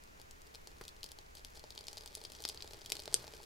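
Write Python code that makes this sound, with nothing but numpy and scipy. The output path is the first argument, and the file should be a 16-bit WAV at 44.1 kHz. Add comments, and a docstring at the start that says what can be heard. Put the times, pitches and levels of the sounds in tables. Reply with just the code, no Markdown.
"""Thin kindling catches fire in the open firebox of a brick stove, close to the microphone.
At first sparse snaps of gas pockets, rustles and knocks of hand-held sticks, over room noise and low flame flutter.
Then the snaps and faint crackle crowd together and grow louder, and the loudest snap twangs a splinter near the end.
Snaps are minimum-phase pulses through resonances, rustles are clumps of such pulses, flame and air are shaped noise.
Decaying random reflections give the firebox bounces and the room echo."""
import sys
import numpy as np
from scipy import signal
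from scipy.fft import rfft, irfft
from scipy.io import wavfile
from scipy.ndimage import uniform_filter1d

SR = 44100
rng = np.random.default_rng(int(sys.argv[2]) if len(sys.argv) > 2 else 0)


def transcribe(u):
    """Save the signal u as a 16-bit wav file named by the first command-line argument.

    u: samples, shape (n,) or (channels, n), limited to [-1, 1]; the rate is SR.
    q: integer samples, one column per channel.
    """
    v = np.clip(np.atleast_2d(u).T, -1, 1)
    q = np.round(v * 32767).astype(np.int16)
    wavfile.write(sys.argv[1], SR, q)


N = 152145  # length in samples


def amp(db):
    """Logarithmic level: decibels to amplitude gain."""
    return 10 ** (np.asarray(db) / 20)


def evened(x):
    """Power normalisation: scales to rms 1."""
    return x / np.sqrt(np.mean(x ** 2) + 1e-20)


def read(points, hz):
    """Logarithmic pitch scale: interpolates (frequency, value) points along log frequency."""
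    f, value = np.transpose(points)
    return np.interp(np.log(hz + 1), np.log(f + 1), value)


def add(mix, start_s, sound):
    """Superposition: sums a stereo sound into the mix from start_s on."""
    part = mix[:, max(round(start_s * SR), 0):][:, :sound.shape[1]]
    part += sound[:, :part.shape[1]]


def coloured(x, points):
    """Linear filtering: multiplies the spectrum by a gain curve given in dB."""
    hz = np.fft.rfftfreq(len(x), 1 / SR)
    return irfft(rfft(x) * amp(read(points, hz)), len(x))


def pulse(db):
    """Minimum phase: the sharpest causal pulse whose spectrum has these levels."""
    log_gain = np.log(amp(np.r_[db, db[-2:0:-1]]))
    # the Hilbert transform of log gain supplies the phase
    return np.fft.ifft(np.exp(np.conj(signal.hilbert(log_gain)))).real


def scatter(decay_s, start_s, size):
    """Diffuse reflection: dense random taps, falling by a factor e per decay_s, total energy 1."""
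    t = np.arange(size) / SR
    taps = rng.standard_normal(size) * np.exp(-t / decay_s) * (t > start_s)
    return taps / np.linalg.norm(taps)


# room noise common to both sides: pitch_hz [Hz], density_db [dB per Hz]
AIR_MID = [(10, -80.5), (25, -76), (45, -86.5), (80, -86), (115, -93.5), (1300, -106), (2400, -103),
           (3200, -108), (7000, -108), (8000, -114), (15500, -116)]
# background noise opposed between the sides: pitch_hz [Hz], density_db [dB per Hz]
AIR_SIDE = [(20, -114), (120, -97), (420, -92.5), (1000, -93.5), (1900, -97), (3600, -108), (7000, -110),
            (15500, -123)]
HUM_HZ, HUM_WAVER_HZ, HUM_DB = 63.4, 2.64, -68.5  # mean pitch, rms pitch deviation, rms level


def air():
    """Stationary noise plus frequency modulation: steady background noise, partly opposed between the sides,
    with a low wavering hum."""
    mid, side = (coloured(rng.standard_normal(N), points) * np.sqrt(SR / 2)
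                 for points in (AIR_MID, AIR_SIDE))
    waver = evened(coloured(rng.standard_normal(N), [(1, -3.0), (5, 1), (30, -52), (300, -100)]))
    phase = 2 * np.pi * np.cumsum(HUM_HZ + HUM_WAVER_HZ * waver) / SR
    mid = mid + amp(HUM_DB) * evened(np.sin(phase))
    return np.array([mid + side, mid - side])


# reverberation time, for a 60 dB fall: pitch_hz [Hz], decay_s [s]
ROOM_T60 = [(500, 0.19), (5000, 0.15), (16000, 0.099)]
ROOM_DB, NEAR_DB, NEAR_S = -17.5, -16.5, 0.0082  # late and near echo energy; near decay by a factor e
ECHO_START_S = 0.003


def tail(size=16384):
    """Reverberation: quick echoes from the stove front, then the room dying away band by band."""
    hz, t, bands = signal.stft(rng.standard_normal(size), SR, nperseg=256)
    fading = bands * amp(-60 * t / read(ROOM_T60, hz)[:, None])
    late = signal.istft(fading, SR, nperseg=256)[1][:size]
    late = late * (np.arange(size) / SR > ECHO_START_S)
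    near = scatter(NEAR_S, ECHO_START_S, size)
    return amp(ROOM_DB) * late / np.linalg.norm(late) + amp(NEAR_DB) * near


# width of the echo: pitch_hz [Hz], side_over_mid_db [dB]
ROOM_SIDE = [(100, -4), (400, -4), (1300, 4), (4500, 2.5), (12000, 7)]


def room(x):
    """Decorrelated reflections: separate mid and side echoes spread the room across both sides."""
    mid, side = (signal.fftconvolve(x.mean(0), taps)[:N] for taps in (tail(), tail()))
    side = coloured(side, ROOM_SIDE)
    return np.array([mid + side, mid - side])


# mean flame level over time: start_s [s], level_db [dB]
FLAME = [(0, -72), (1.5, -74), (1.9, -70.5), (3.1, -63)]
# colour of the flame noise before normalisation: pitch_hz [Hz], level_db [dB]
FLAME_COLOUR = [(20, -23), (90, 2.5), (160, -2.5), (230, -13), (350, -4), (425, 0), (520, -8.5), (880, -11),
                (1200, -12.5), (4500, -19), (16000, -32)]
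FLUTTER_DB = 3  # rms swing of the level


def flame():
    """Amplitude-modulated noise: the growing flame flutters in the hollow of the firebox."""
    slow_noise = coloured(rng.standard_normal(N), [(1, 3), (30, -14), (120, -41), (1000, -100)])
    flutter = evened(slow_noise)
    level_db = np.interp(np.arange(N) / SR, *np.transpose(FLAME)) + FLUTTER_DB * flutter
    return amp(level_db) * evened(coloured(rng.standard_normal(N), FLAME_COLOUR))


# sticks rubbing: start_s [s], length_s [s], level_db [dB, upper limit of a grain before snap colour]
RUSTLES = [(.535, 0.027, -33.5), (1.043, .03, -37), (1.345, .04, -30), (1.548, .03, -28.5)]
# sticks knocking together: start_s [s], level_db [dB, added to the knock colour]
KNOCKS = [(.812, -6.5), (2.452, -11.5)]
# colour of a knock: pitch_hz [Hz], level_db [dB]
KNOCK = [(60, -20), (200, -7.5), (340, 3), (650, -10.5), (2000, -9.5), (3000, -21), (16000, -29)]
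GRAINS_PER_S, GRAIN_TREBLE_DB, GRAIN_BODY_DB = 450, -6.5, -1.5
KNOCK_ECHO_DB, KNOCK_ECHO_S, KNOCK_ECHO_START_S = -5, 0.0043, 0.0027


def handling(size=1024):
    """Friction and impact: sticks rub in clumps of grains and knock together inside the firebox."""
    out = np.zeros((2, N))
    for start_s, length_s, level_db in RUSTLES:
        grains = max(round(length_s * GRAINS_PER_S), 1)
        for place, softness in rng.random((grains, 2)):
            grain = snap(level_db - 9 * softness, GRAIN_TREBLE_DB, GRAIN_BODY_DB, 2.7)
            add(out, start_s + place * length_s, grain)
    for start_s, level_db in KNOCKS:
        knock = pulse(level_db + read(KNOCK, np.fft.rfftfreq(size, 1 / SR)))
        walls = scatter(KNOCK_ECHO_S, KNOCK_ECHO_START_S, size)
        knock = knock + amp(KNOCK_ECHO_DB) * signal.fftconvolve(knock, walls)[:size]
        add(out, start_s, np.array([knock, knock]))
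    return out


# faint crackle between the snaps: start_s [s], rate [ticks per s], level_db [dB, mean before snap colour]
CRACKLE = [(0, 24.4, -37.5), (1.5, 50.7, -37.5), (1.85, 189, -32.5), (2.1, 170, -35), (3.45, 242, -34.5)]
TICK_SPREAD_DB, TICK_TREBLE_DB, TICK_TREBLE_SPREAD_DB = 3.5, -8, 3
TICK_BODY_DB, TICK_BODY_SPREAD_DB = 0.5, 2.5


def crackle():
    """Poisson-like process: tiny random ticks that thicken as the fire takes."""
    out = np.zeros((2, N))
    at_s, rate, level_db = np.transpose(CRACKLE)
    chance = np.interp(np.arange(N) / SR, at_s, rate) / SR
    times = np.flatnonzero(rng.random(N) < chance) / SR
    draws = np.clip(rng.standard_normal((len(times), 4)), -2, 2)
    for start_s, (level, treble, body, pan) in zip(times, draws):
        tick = snap(np.interp(start_s, at_s, level_db) + TICK_SPREAD_DB * level,
                    TICK_TREBLE_DB + TICK_TREBLE_SPREAD_DB * treble,
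                    TICK_BODY_DB + TICK_BODY_SPREAD_DB * body,
                    2 + pan)
        add(out, start_s, tick)
    return out


# the loudest snap twangs a splinter
SPLINTER_S, SPLINTER_HZ, SPLINTER_DB, SPLINTER_RISE_S = 3.1424, 8300, -13.5, 0.0002


def splinter(size=512):
    """Damped free vibration: a thin splinter springs free and rings for a few cycles."""
    out, t = np.zeros((2, N)), np.arange(size) / SR
    envelope = t / SPLINTER_RISE_S * np.exp(1 - t / SPLINTER_RISE_S)  # peaks at 1
    ring = amp(SPLINTER_DB) * envelope * np.sin(2 * np.pi * SPLINTER_HZ * t)
    add(out, SPLINTER_S, np.array([ring, ring]))
    return out


# basic colour of a snap: pitch_hz [Hz], level_db [dB]
SNAP = [(60, -22.5), (220, -14), (330, -1), (900, -5.5), (1200, -14), (2000, -12.5), (2700, -11),
        (3200, -1.5), (5200, -1.5), (6200, -2.5), (8400, 0), (11000, -3), (15500, -11.5)]
# resonances of firebox and splinters: pitch_hz [Hz], width_hz [Hz], lift_db [dB]
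RINGS = [(430, 78, 8.5), (605, 80, 6), (863, 140, 6.5), (2492, 118, 9), (4290, 173, 5), (4855, 450, 4.5)]
BODY_HZ, TREBLE_HZ = (890, 2870), (5100, 8530)  # where the body fades out and the treble sets in
POP_DB, OWN_COLOUR_DB = -1, 2.5  # trim of every snap; rms of its own random colour
# bigger breaks take longer: top dB lost per dB of level above BIG_DB
BIG_DB, BIG_DULLING, TOP_HZ = -11, 0.92, (11800, 13900)
BOUNCE_DB, BOUNCE_S, BOUNCE_START_S = -7, .0013, 0.00061  # the firebox walls throw each snap back


def snap(level_db, treble_db, body_db, pan_db, size=1024):
    """Impulse excitation of resonators: one break in the wood, then bounces off the firebox walls."""
    hz = np.fft.rfftfreq(size, 1 / SR)
    db = read(SNAP, hz) + sum(lift / (1 + (2 * (hz - f) / width) ** 2) for f, width, lift in RINGS)
    db = db + read(list(zip(BODY_HZ, (body_db, 0))), hz)
    db = db + read(list(zip(TREBLE_HZ, (0, treble_db))), hz)
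    own_colour = evened(uniform_filter1d(rng.standard_normal(len(hz)), size=24))
    db = db + OWN_COLOUR_DB * own_colour
    dulling = BIG_DULLING * max(level_db - BIG_DB, 0)
    db = db - dulling * read(list(zip(TOP_HZ, (0, 1))), hz)
    direct = pulse(db + level_db + POP_DB)
    bounce = signal.fftconvolve(direct, scatter(BOUNCE_S, BOUNCE_START_S, size))[:size]
    return (direct + amp(BOUNCE_DB) * bounce) * amp([[pan_db / 2], [-pan_db / 2]])


# snaps of the wood: start_s [s], level_db [dB, before snap colour and trim],
# treble_db [relative dB], body_db [firebox body, relative dB]
POPS = [(0.0379, -31.5, 0, -10), (.199, -28, -4, 8.5), (.2157, -27, -1, -16), (.3106, -24, -4, -9),
        (0.4184, -29, -4.5, -6), (0.5484, -18.5, -13, -5), (0.5552, -20, -8.5, -11), (.673, -18.5, -8.5, 1),
        (.8141, -24, -9, 0), (0.839, -22, -7.5, -11), (.8527, -24, -6, -4), (.881, -17, -7.5, -25),
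        (.89, -23.5, -7, -19), (1.0316, -13.5, -9.5, -20), (1.0422, -13.5, -7.5, -3),
        (1.063, -23.5, -7, -13), (1.0895, -25, -10, -5), (1.1179, -18.5, -5, -2), (1.1879, -22, -8, 0),
        (1.3527, -26.5, -1.5, -1), (1.371, -25, -15, 2), (1.3945, -29, -10, 5), (1.4486, -16, -6.5, -7.5),
        (1.573, -24, -10, 2), (1.5954, -24.5, -4.5, -11), (1.6403, -22.5, -14, 8), (1.7055, -19, -9, -15),
        (1.7232, -28, -13, 2), (1.7528, -28, -8, -3), (1.7777, -11.5, -19, -8), (1.7903, -20, -8, -6),
        (1.8093, -20.5, -11, 0.5), (1.8696, -19, -7, -26), (1.8834, -9, -15, -11.5),
        (1.9305, -18.5, -8, -2), (1.9714, -19, -8, 0), (1.9777, -17.5, -14, -8), (1.9822, -17, -9.5, -11),
        (2.0096, -26, -6, -4), (2.0605, -18, -4.5, -2.5), (2.0763, -20.5, -6.5, -27),
        (2.1521, -11.5, -4.5, -40), (2.172, -24, -6, 6.5), (2.1797, -28, -9, 1), (2.2154, -21.5, -8, 2),
        (2.239, -20.5, -6, -5), (2.2506, -16.5, -13, -0.5), (2.2525, -14, -15.5, -19),
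        (2.3025, -26, -11, 0), (2.32, -21, -4.5, -5), (2.335, -25, -14, -10), (2.3508, -20.5, -10, -4),
        (2.3593, -35, -10, -8), (2.388, -25, -16, -11), (2.4043, -21.5, -6, 5), (2.4224, -23, 1.5, -12),
        (2.4396, -15, -9, -16), (2.452, -2.5, -12, -2), (2.4788, -15.5, -9, -13), (2.4889, -10, -3, -13),
        (2.496, -16.5, -3, 0.5), (2.4988, -12.5, -16, -9), (2.5458, -24.5, -4, 5), (2.5748, -16.5, -21, -8),
        (2.606, -18, -26, -9), (2.6237, -12, -12.5, -16), (2.631, -28, -12, -17), (2.6449, -26, -7, 12.5),
        (2.6761, -22.5, -8, -17), (2.7101, -24, -10, 8.5), (2.7345, -17, -9.5, 1.5),
        (2.7449, -23.5, -20, 6.5), (2.8166, -21.5, -20, -1.5), (2.8609, -13, -8, -24),
        (2.8964, -22, -7, -10), (2.9015, -13.5, -4.5, -4), (2.9208, 1.5, -6.5, -13),
        (2.9538, -13.5, -9.5, -2.5), (2.968, -13, -11, -9), (2.9943, -15, -17, -4), (3.001, -17, -6, -7),
        (3.0216, -22.5, -6, 1.5), (3.036, -24, -5, -11), (3.057, -15.5, -9.5, -7), (3.0781, -12.5, -16, 4),
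        (3.1269, -20, -10, 4.5), (3.133, -20, -6, -8), (3.1424, 3, -1.5, -4), (3.1638, -15, -22, -8),
        (3.2232, -29, -8, -2), (3.2427, -22, -17, 9), (3.2687, -23.5, -7, -5), (3.2789, -18.5, -13, 3),
        (3.3372, -20, -11, 7), (3.402, -27.5, -18, 12), (3.433, -26.5, -6, -7)]
# the burning spot moves to the middle: start_s [s], left_over_right_db [dB]
PAN = [(0, 4), (2.2, 3), (3.1, 1.5)]


def pops():
    """Sudden release of pressure: gas pockets burst in the splinters as distinct snaps."""
    out = np.zeros((2, N))
    for start_s, level_db, treble_db, body_db in POPS:
        pan_db = np.interp(start_s, *np.transpose(PAN))
        add(out, start_s, snap(level_db, treble_db, body_db, pan_db))
    return out


def scene():
    """Direct and reverberant sound: wood echoes in the room, the splinter at the stove mouth is direct."""
    steady = air() + flame()
    wood = pops() + handling() + crackle()
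    return steady + wood + splinter() + room(wood)


def record(dry):
    """Band limitation: a linear-phase low-pass sets the recorder's upper edge at 15900 Hz."""
    low_pass = signal.firwin(201, 15900, window=("kaiser", 8), fs=SR)
    return signal.oaconvolve(dry, low_pass[None], "same")


dry = scene()
out = record(dry)
transcribe(out)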